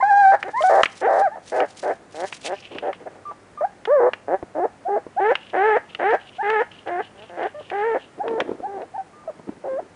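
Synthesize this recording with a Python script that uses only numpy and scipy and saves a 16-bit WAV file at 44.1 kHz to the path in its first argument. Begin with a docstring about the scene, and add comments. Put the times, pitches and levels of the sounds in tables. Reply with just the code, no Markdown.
"""A tiny squeak breaks into a loud squeal: young puppies on a fleece blanket, close up in a small room.
Moans, whines, growls and grunts follow, all pulses of the vocal folds ringing the throat and muzzle.
The voices glide, break between registers and turn raspy when a slower flutter takes hold of the folds.
Mouths smack, and fur and paws rub and bump the bedding over faint room noise and mains hum."""
import sys
import numpy as np
from scipy import signal
from scipy.fft import rfft, irfft
from scipy.io import wavfile
from scipy.ndimage import uniform_filter1d

SR = 44100
rng = np.random.default_rng(int(sys.argv[2]) if len(sys.argv) > 2 else 0)


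def materialize(psi):
    """Save the field psi as 16-bit PCM at rate SR to the path in sys.argv[1].

    A 1-D psi becomes a single channel; in a 2-D psi each row is a channel.
    """
    bounded = np.clip(np.atleast_2d(psi).T, -1, 1)
    quanta = np.round(bounded * 32767).astype(np.int16)
    wavfile.write(sys.argv[1], SR, quanta)


N = 438794

# upper overtones, let out as the mouth opens: t/s, gain/dB
MOUTH_OPENING = [(.05, 3), (.2, 4.5), (.65, 1), (4.0, -11.5), (4.9, -30), (5.26, -0.5), (6.5, 6), (7.0, -2),
                 (7.85, 0), (8.3, -20)]
# tone colour of the throat and muzzle: f/Hz, gain/dB
THROAT_EQ = [(130, -24.5), (265, -14.5), (365, 1.5), (600, 7), (810, 4.5), (1020, -9), (1330, -11.5),
             (1660, -5.5), (2050, -13), (2330, -21.5), (3100, -32), (5500, -62.5)]
# upward scoops: t/s, length/s, top f/Hz, level/dB
SQUEAK_CUES = [(0.0, 0.013, 1047, -14), (0.531, 0.07, 1064, -20.5), (4.848, 0.048, 828, -22),
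               (5.162, 0.035, 862, -17.5), (6.381, 0.041, 900, -21.5), (8.191, 0.029, 844, -22.5),
               (8.621, .045, 850, -25), (8.935, 0.034, 905, -28.5)]
# tone colour of the room noise: f/Hz, gain/dB
ROOM_TONE_EQ = [(18, -69), (30, -15), (92, -7), (186, -1), (626, -4.5), (970, -9), (1870, -13), (3430, -24),
                (10000, -28.5), (13000, -70), (22000, -120)]
# pitch and loudness of the opening squeal: t/s, f/Hz, level/dB
HIGH_SQUEAL_PATH = [(0.024, 764, -12), (0.09, 859, -18), (0.114, 795.5, -11), (0.198, 816.7, -11),
                    (0.262, 766, -10.5), (0.332, 791, -14), (0.35, 821, -10.5), (0.37, 798.4, -37)]
# pitch and loudness of the later, lower squeal: t/s, f/Hz, level/dB
LOW_SQUEAL_PATH = [(3.872, 399.6, -25.5), (3.918, 582, -12), (3.942, 605.6, -12.5), (3.998, 492, -15),
                   (4.032, 478, -14), (4.09, 514, -14), (4.1, 500, -49)]
# rubs on fleece, hissy when brisk, dull when heavy: start t/s, end t/s, level/dB, centre f/Hz, width/Hz
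RUB_CUES = [(0.378, 1.245, -51, 4300, 7400), (0.593, 0.95, -46, 4800, 6960), (1.417, 1.99, -50, 3900, 7600),
            (2.094, 2.533, -42, 3520, 7700), (2.421, 2.491, -25.5, 2850, 1500),
            (2.476, 2.72, -58.5, 4870, 3000), (2.504, 3.005, -48, 2700, 920),
            (5.1, 8.156, -53.5, 2880, 930), (2.7, 2.824, -31.5, 377, 440), (2.904, 3.383, -46.5, 457, 600),
            (8.15, 8.878, -35, 393, 355), (9.335, 9.897, -45, 356, 300)]
# wet smacks of tongue and lips: t/s, relative peak level/dB, resonance f/Hz
SMACK_CUES = [(0.4282, -12, 1640), (0.623, -19.5, 3800), (0.8328, 3, 1420), (0.857, -8, 2080),
              (1.6029, -11, 1470), (2.3253, -18, 2270), (2.7849, -16.5, 2700), (2.93, -20, 1500),
              (3.853, -17.5, 1420), (4.134, -9.5, 1710), (5.3539, -8.5, 2670), (5.9483, -16, 3000),
              (6.5008, -14.5, 1640), (7.7005, -20, 2380), (8.2806, -15.5, 1069), (8.403, -7.5, 1500),
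              (8.818, -32.5, 1900)]
# tone colour of a smacking mouth: f/Hz, gain/dB
SMACK_EQ = [(150, -18.5), (450, -3.5), (1500, -2.5), (2900, -2.5), (4300, -18), (9000, -39.5)]
# low-register arcs, before waver and flick:
# t/s, length/s, first f/Hz, middle f/Hz, last f/Hz, level/dB, waver/octaves, raspy head/s, raspy tail/s
MOAN_CUES = [(0.433, .06, 334, 382, 395, -29.5, 0, 0.013, 0.016),
             (1.011, .058, 338, 385, 416, -18, 0, 0.021, 0.0014),
             (4.546, 0.11, 296, 340, 405.4, -20.5, 0, .053, 0.0063),
             (4.879, 0.099, 376, 406, 400, -19.5, 0, 0.015, 0.016),
             (5.192, 0.13, 359.2, 421.6, 477.6, -16.5, 0, 0.011, 0.0098),
             (5.53, 0.24, 296.6, 422.7, 404, -16, 0.032, .042, 0.0056),
             (5.989, 0.16, 314.4, 402.5, 514, -18, 0, 0.051, 0.025),
             (6.425, .194, 404, 431, 422, -19, 0.037, 0, 0.0029),
             (6.859, 0.15, 326.8, 352, 364.6, -24.5, 0.0089, .048, 0.0059),
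             (7.369, 0.097, 318.7, 342.6, 352.7, -24, 0, .075, 0.0065),
             (7.71, 0.26, 345.3, 438.5, 450, -21.5, 0.042, .02, 0.026),
             (8.23, .17, 459, 453, 444, -24.5, 0.012, 0.034, 0.023),
             (8.667, .168, 407.3, 387, 389, -32, 0.043, 0.0043, 0.055),
             (9.637, 0.16, 574.5, 523, 589, -26, 0.015, 0.046, 0.0011)]
# high-register arcs: t/s, length/s, first f/Hz, middle f/Hz, last f/Hz, level/dB, raspy tail/s
WHINE_CUES = [(0.604, 0.03, 640, 612, 670, -20, 0), (0.636, .175, 735, 769.4, 793.5, -13.5, .116),
              (1.072, .143, 757, 794, 757, -16, 0.13), (1.213, 0.066, 762, 798, 602, -15.5, 0),
              (1.312, 0.071, 800, 904, 806, -34.5, 0.027), (3.252, 0.065, 1178, 1185, 1142, -33, 0.0082),
              (3.573, 0.05, 1168, 1207, 1146, -32.5, 0.016), (3.607, 0.045, 591, 635, 822, -19.5, 0),
              (7.543, 0.068, 576, 604, 595, -34, 0.0051), (8.977, 0.03, 775, 774, 765, -26, 0),
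              (9.131, 0.14, 1183, 1208, 1147, -51, 0.037), (9.274, 0.026, 660, 642, 600, -26.5, 0.0017)]
# calls that rasp from end to end: t/s, length/s, top f/Hz, level/dB
GROWL_CUES = [(1.519, 0.13, 636.6, -16), (1.828, 0.1, 602.6, -18.5), (2.823, 0.087, 599, -21),
              (3.057, 0.025, 520, -27.5)]
# low, rising pushes: t/s, length/s, first f/Hz, last f/Hz, final level/dB, swell/dB
GRUNT_CUES = [(2.138, 0.11, 138.5, 198.8, -22, 16.5), (2.44, 0.1, 137.3, 203.2, -22.5, 13.5),
              (4.275, 0.073, 133.4, 197.8, -14.5, 13), (7.146, 0.098, 190.6, 219.4, -42, 9),
              (7.291, 0.094, 170.4, 180, -36, 3.5)]
# paws and bodies landing on the bedding: t/s, peak level/dB, resonance f/Hz
BUMP_CUES = [(2.758, -25, 473), (4.427, -18.5, 272), (5.066, -24, 320), (8.491, -16, 394),
             (8.515, -15.5, 325), (8.602, -22.5, 370), (9.396, -31, 340), (9.49, -18, 260),
             (9.568, -36, 271)]

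TOP_HZ, HIGH_REGISTER_TOP_HZ = 10150, 2050
NOSE, GAPE = (284.5, 2), (1140, 1.5)  # nasal and wide-open mouth resonances: f/Hz, send/dB
ATTACK_S, RELEASE_T60_S = 0.0044, 0.047
EFFORT_DB_PER_OCTAVE = 8  # more breath pressure raises pitch and level together
CRY_FLUTTER_HZ = 132.7  # the rasp in squeals and whines


def amp(db):
    """Decibels to gain."""
    return 10 ** (np.asarray(db) / 20)


def unit(x):
    """Scale to rms 1."""
    return x / np.sqrt(np.mean(x ** 2))


def add(out, start, x):
    """Mix x into out at a time in seconds."""
    i = max(0, int(start * SR))
    out[i:i + len(x)] += x[:max(0, N - i)]


def wander(n, rate):
    """Random drift through `rate` new values a second, with a spread near 1."""
    steps = np.arange(n) * rate / SR
    return np.interp(steps, np.arange(n), rng.standard_normal(n))


def colour(x, points, size=2048):
    """Minimum-phase EQ through (f/Hz, gain/dB) points."""
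    hz, db = np.transpose(points)
    bins = np.maximum(np.fft.rfftfreq(size, 1 / SR), 1)
    gain = amp(np.interp(np.log(bins), np.log(hz), db))
    cepstrum = irfft(np.log(gain))
    cepstrum[1:size // 2] *= 2
    cepstrum[size // 2:] = 0
    return signal.fftconvolve(x, irfft(np.exp(rfft(cepstrum))))[:len(x)]


def band(x, hz, kind, order=2):
    """Low-pass or high-pass."""
    return signal.sosfilt(signal.butter(order, hz, kind, fs=SR, output="sos"), x)


def ring(x, hz, q):
    """One resonance, gain 1 at its centre."""
    return signal.lfilter(*signal.iirpeak(hz, q, fs=SR), x)


def fade(t, t60):
    """Decay by 60 dB in t60 seconds."""
    return np.exp(-np.log(1000) * t / t60)


def clock(length):
    """Time within a call, its release included, and its progress from 0 to 1."""
    t = np.arange(0, length + RELEASE_T60_S, 1 / SR)
    return t, np.minimum(t / length, 1)


def arch(progress, first, middle, last):
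    """A smooth pitch arc through three values."""
    return np.polyval(np.polyfit([0, .5, 1], [first, middle, last], 2), progress)


def envelope(t, length, db, octaves=0, attack_s=ATTACK_S):
    """Attack, hold and release; the level rides the pitch bend in octaves."""
    held = np.minimum(t / attack_s, 1) * fade(np.maximum(t - length, 0), RELEASE_T60_S)
    return held * amp(db + EFFORT_DB_PER_OCTAVE * octaves)


def puppy_voice(start, pitch, gain, rasp=0, cavity=NOSE, top_hz=9000, purity=0.34):
    """Fold pulses and turbulent air ring the throat and leave by the mouth; returns (start, sound)."""
    hoarse_db, sheen_db, shimmer_db, mouth_hz = -2, -36, .8, 1150
    n = len(pitch)
    t = start + np.arange(n) / SR
    # slack folds at a low pitch beat less evenly and leak more air
    slack = np.minimum((400 / pitch) ** 3, 1)
    jitter = .009 * np.sqrt(slack) + .04 * (160 / pitch) ** 3
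    pitch = pitch * (1 + jitter * wander(n, 350))
    # every flutter cycle starts strong and low, then thins as it rises
    phase = 2 * np.pi * np.cumsum(pitch * (1 + 0.572 * rasp)) / SR
    choke = 1 - 0.19 * rasp
    # tight folds barely close, so the high register is purer
    overtones = np.arange(1, int(TOP_HZ / pitch.max()) + 1)
    weights = overtones[:, None] ** (-purity * (1 - slack))
    pulses = (weights * np.cos(np.outer(overtones, phase))).sum(axis=0) / np.sqrt(len(overtones) / 2)
    puffs = band(rng.standard_normal(n), 1700, "high") * (1 + np.cos(phase))
    breath = amp(hoarse_db) * (slack + np.abs(rasp)) * puffs
    throat = colour((pulses + breath) * choke, THROAT_EQ)
    cavity_hz, cavity_db = cavity
    resonance = ring(ring(throat, cavity_hz, q=3.2), cavity_hz, q=3.2)
    voice = band(throat + amp(cavity_db) * resonance, top_hz, "low", order=4)
    body = band(band(voice, mouth_hz, "low"), mouth_hz, "low")
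    bright = band(band(voice, mouth_hz, "high"), mouth_hz, "high")
    # high calls keep a thin sheen of top overtones
    sheen = band(ring(pulses, 3700, q=1.2), 3500, "high", order=6) * (1 - slack) ** 2 * amp(sheen_db)
    opening = amp(np.interp(t, *np.transpose(MOUTH_OPENING)))
    voice = body + opening * (bright + sheen)
    # loudness follows the effort, whichever overtone sits on a resonance
    voice /= np.sqrt(uniform_filter1d(voice ** 2, size=640) + 1e-9)
    return start, voice * gain * amp(shimmer_db * wander(n, 130))


def squeak(start, length, top_hz, db, scoop_octaves=0.39):
    """Tight folds give a short, clear scoop that levels off at its top note."""
    t, progress = clock(length)
    octaves = -scoop_octaves * (1 - progress) ** 1.4
    gain = envelope(t, length, db, octaves, attack_s=0.018)
    return puppy_voice(start, top_hz * 2 ** octaves, gain, top_hz=HIGH_REGISTER_TOP_HZ, purity=1.04)


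def room_tone(noise_db=-50, hum_hz=100, hum_db=-65):
    """A steady bed of room noise and a faint, drifting mains hum."""
    noise = unit(colour(rng.standard_normal(N), ROOM_TONE_EQ)) * amp(noise_db)
    hum = unit(np.sin(2 * np.pi * hum_hz * np.arange(N) / SR))
    return noise + hum * amp(hum_db + 2 * wander(N, 0.47))


def squeal(path, raspy_tail):
    """A long, loud cry through a wide-open mouth that turns raspy before it stops."""
    times, hz, db = np.transpose(path)
    start, length = times[0], times[-1] - times[0]
    t, _ = clock(length)
    pitch = np.interp(start + t, times, hz)
    gain = envelope(t, length, np.interp(start + t, times, db))
    rasp = flutter(0.46 * (t > length - raspy_tail), CRY_FLUTTER_HZ)
    return puppy_voice(start, pitch, gain, rasp, GAPE, HIGH_REGISTER_TOP_HZ, purity=0.48)


def flutter(depth, hz):
    """Rasp: a slower, uneven second oscillation of the folds, one ramp per cycle."""
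    pace = np.exp(.4 * wander(len(depth), 140))
    ramp = 2 * (np.cumsum(hz * pace / SR) % 1) - 1
    return uniform_filter1d(depth * ramp, size=24)


def fleece_rubs(patchy_db=10, fade_s=.06):
    """Fur and paws drag on fleece: swells of tiny fibre snaps that catch and slip."""
    out = np.zeros(N)
    for start, end, db, hz, width in RUB_CUES:
        t = np.arange(0, end - start, 1 / SR)
        swell = np.clip(np.minimum(t, t[-1] - t) / fade_s, 0, 1)
        catch_db = 4.5 * wander(len(t), 130) + 4 * wander(len(t), 2500)
        grip = amp(patchy_db * np.tanh(wander(len(t), 27)) + catch_db)
        fibres = ring(ring(rng.standard_normal(len(t)) * grip, hz, hz / width), hz, hz / width)
        add(out, start, unit(fibres) * swell * amp(db))
    return out


def mouth_smacks(snap_t60=0.022, wet_t60=0.075, wet_db=-20, spray_db=-6, trim_db=-1):
    """A wet seal parts with a snap that rings the mouth; tiny crackles follow."""
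    out, t = np.zeros(N), np.arange(SR // 10) / SR
    for start, db, hz in SMACK_CUES:
        snap, wet = rng.standard_normal((2, len(t)))
        crackle = amp(wet_db) * unit(wet * np.abs(wet)) * fade(t, wet_t60)
        burst = snap * fade(t, snap_t60) + crackle
        smack = colour(ring(burst, hz, q=2) + amp(spray_db) * burst, SMACK_EQ)
        add(out, start, smack / np.abs(smack).max() * amp(db + trim_db))
    return out


def moan(start, length, first, middle, last, db, waver_octaves, raspy_head, raspy_tail):
    """A rich low note, raspy as the folds start and stop; a last push flicks it upward."""
    flick_s, flick_octaves = 0.02505, 0.2903
    waver_hz, crest_before_end_s = 8.01, .098
    t, progress = clock(length)
    left = length * (1 - progress)
    flick = flick_octaves * np.maximum(1 - left / flick_s, 0)
    waver = waver_octaves * np.cos(2 * np.pi * waver_hz * (left - crest_before_end_s))
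    pitch = arch(progress, first, middle, last) * 2 ** (flick + waver)
    rasp = flutter((t < raspy_head) | (left < raspy_tail), hz=146.6)
    effort_db = db - 7.5 * np.exp(-t / 0.021)  # the breath takes a moment to build
    gain = envelope(t, length, effort_db, np.log2(pitch / middle), attack_s=0.0051)
    return puppy_voice(start, pitch, gain, rasp)


def whine(start, length, first, middle, last, db, raspy_tail):
    """A nearly pure, open-mouthed arc in the high register; its tail may fray into rasp."""
    t, progress = clock(length)
    pitch = arch(progress, first, middle, last)
    rasp = flutter(0.66 * (progress > 1 - raspy_tail / length), CRY_FLUTTER_HZ)
    gain = envelope(t, length, db, np.log2(pitch / middle))
    return puppy_voice(start, pitch, gain, rasp, GAPE, HIGH_REGISTER_TOP_HZ, purity=0.55)


def growl(start, length, top_hz, db, arch_octaves=0.153, swell_db=7):
    """A shallow arc that swells to a late crest, the folds fluttering throughout."""
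    t, progress = clock(length)
    octaves = -arch_octaves * (2 * progress - 1) ** 2
    effort_db = db - swell_db * np.interp(progress, [0, 0.81, 1], [1, 0, 1])
    rasp = flutter(np.ones(len(t)), hz=131)
    gain = envelope(t, length, effort_db, octaves, attack_s=0.0027)
    return puppy_voice(start, top_hz * 2 ** octaves, gain, rasp)


def grunt(start, length, first, last, db, swell_db):
    """Slack folds beat faster and harder until the push ends."""
    t, progress = clock(length)
    gain = envelope(t, length, db - swell_db * (1 - progress))
    return puppy_voice(start, first * (last / first) ** progress, gain)


def bed_bumps(t60=0.035, soft_hz=900):
    """Paws and bodies land with soft thuds that the padding quickly damps."""
    out, t = np.zeros(N), np.arange(SR // 10) / SR
    for start, db, hz in BUMP_CUES:
        impact = rng.standard_normal(len(t)) * fade(t, t60)
        thud = band(ring(impact, hz, q=2.04), soft_hz, "low")
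        add(out, start, thud / np.abs(thud).max() * amp(db))
    return out


def litter():
    """All the puppies' calls on one track."""
    out = np.zeros(N)
    add(out, *squeal(HIGH_SQUEAL_PATH, raspy_tail=0.05))
    add(out, *squeal(LOW_SQUEAL_PATH, raspy_tail=0.099))
    for call, cues in [(squeak, SQUEAK_CUES), (whine, WHINE_CUES), (moan, MOAN_CUES),
                       (growl, GROWL_CUES), (grunt, GRUNT_CUES)]:
        for cue in cues:
            add(out, *call(*cue))
    return out


def wall_bounces(x, t60=.13, send_db=-6, predelay_s=.003, low_cut_hz=1300):
    """Nearby walls throw the upper overtones straight back, so they flicker as the pitch glides."""
    t = np.arange(SR // 6) / SR
    echoes = rng.standard_normal(len(t)) * fade(t, t60) * (t > predelay_s)
    echoes = band(echoes / np.sqrt(np.sum(echoes ** 2)), low_cut_hz, "high", order=3)
    return x + amp(send_db) * signal.fftconvolve(x, echoes)[:N]


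def room_reverb(x, t60=0.43, send_db=-18, predelay_s=0.013):
    """A short tail from the walls; soft furnishings swallow the lows and the top."""
    t = np.arange(SR // 2) / SR
    decay = fade(t, t60)
    tail = rng.standard_normal(len(t)) * decay * (t > predelay_s)
    tail = band(band(tail, 1000, "high"), 3500, "low") / np.sqrt(np.sum(decay ** 2))
    return x + amp(send_db) * signal.fftconvolve(x, tail)[:N]


def scene():
    """The mono mix: voices, mouths and bedding share one reverb over the room tone."""
    puppies = wall_bounces(litter()) + mouth_smacks() + bed_bumps() + fleece_rubs()
    return (room_reverb(puppies) + room_tone())[None]


def record(dry, ceiling=.68):
    """The sharpest smack peaks are clipped and the top octave is cut."""
    high_cut = signal.ellip(10, .2, 80, TOP_HZ, fs=SR, output="sos")
    return signal.sosfilt(high_cut, np.clip(dry, -ceiling, ceiling))


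dry = scene()
out = record(dry)
materialize(out)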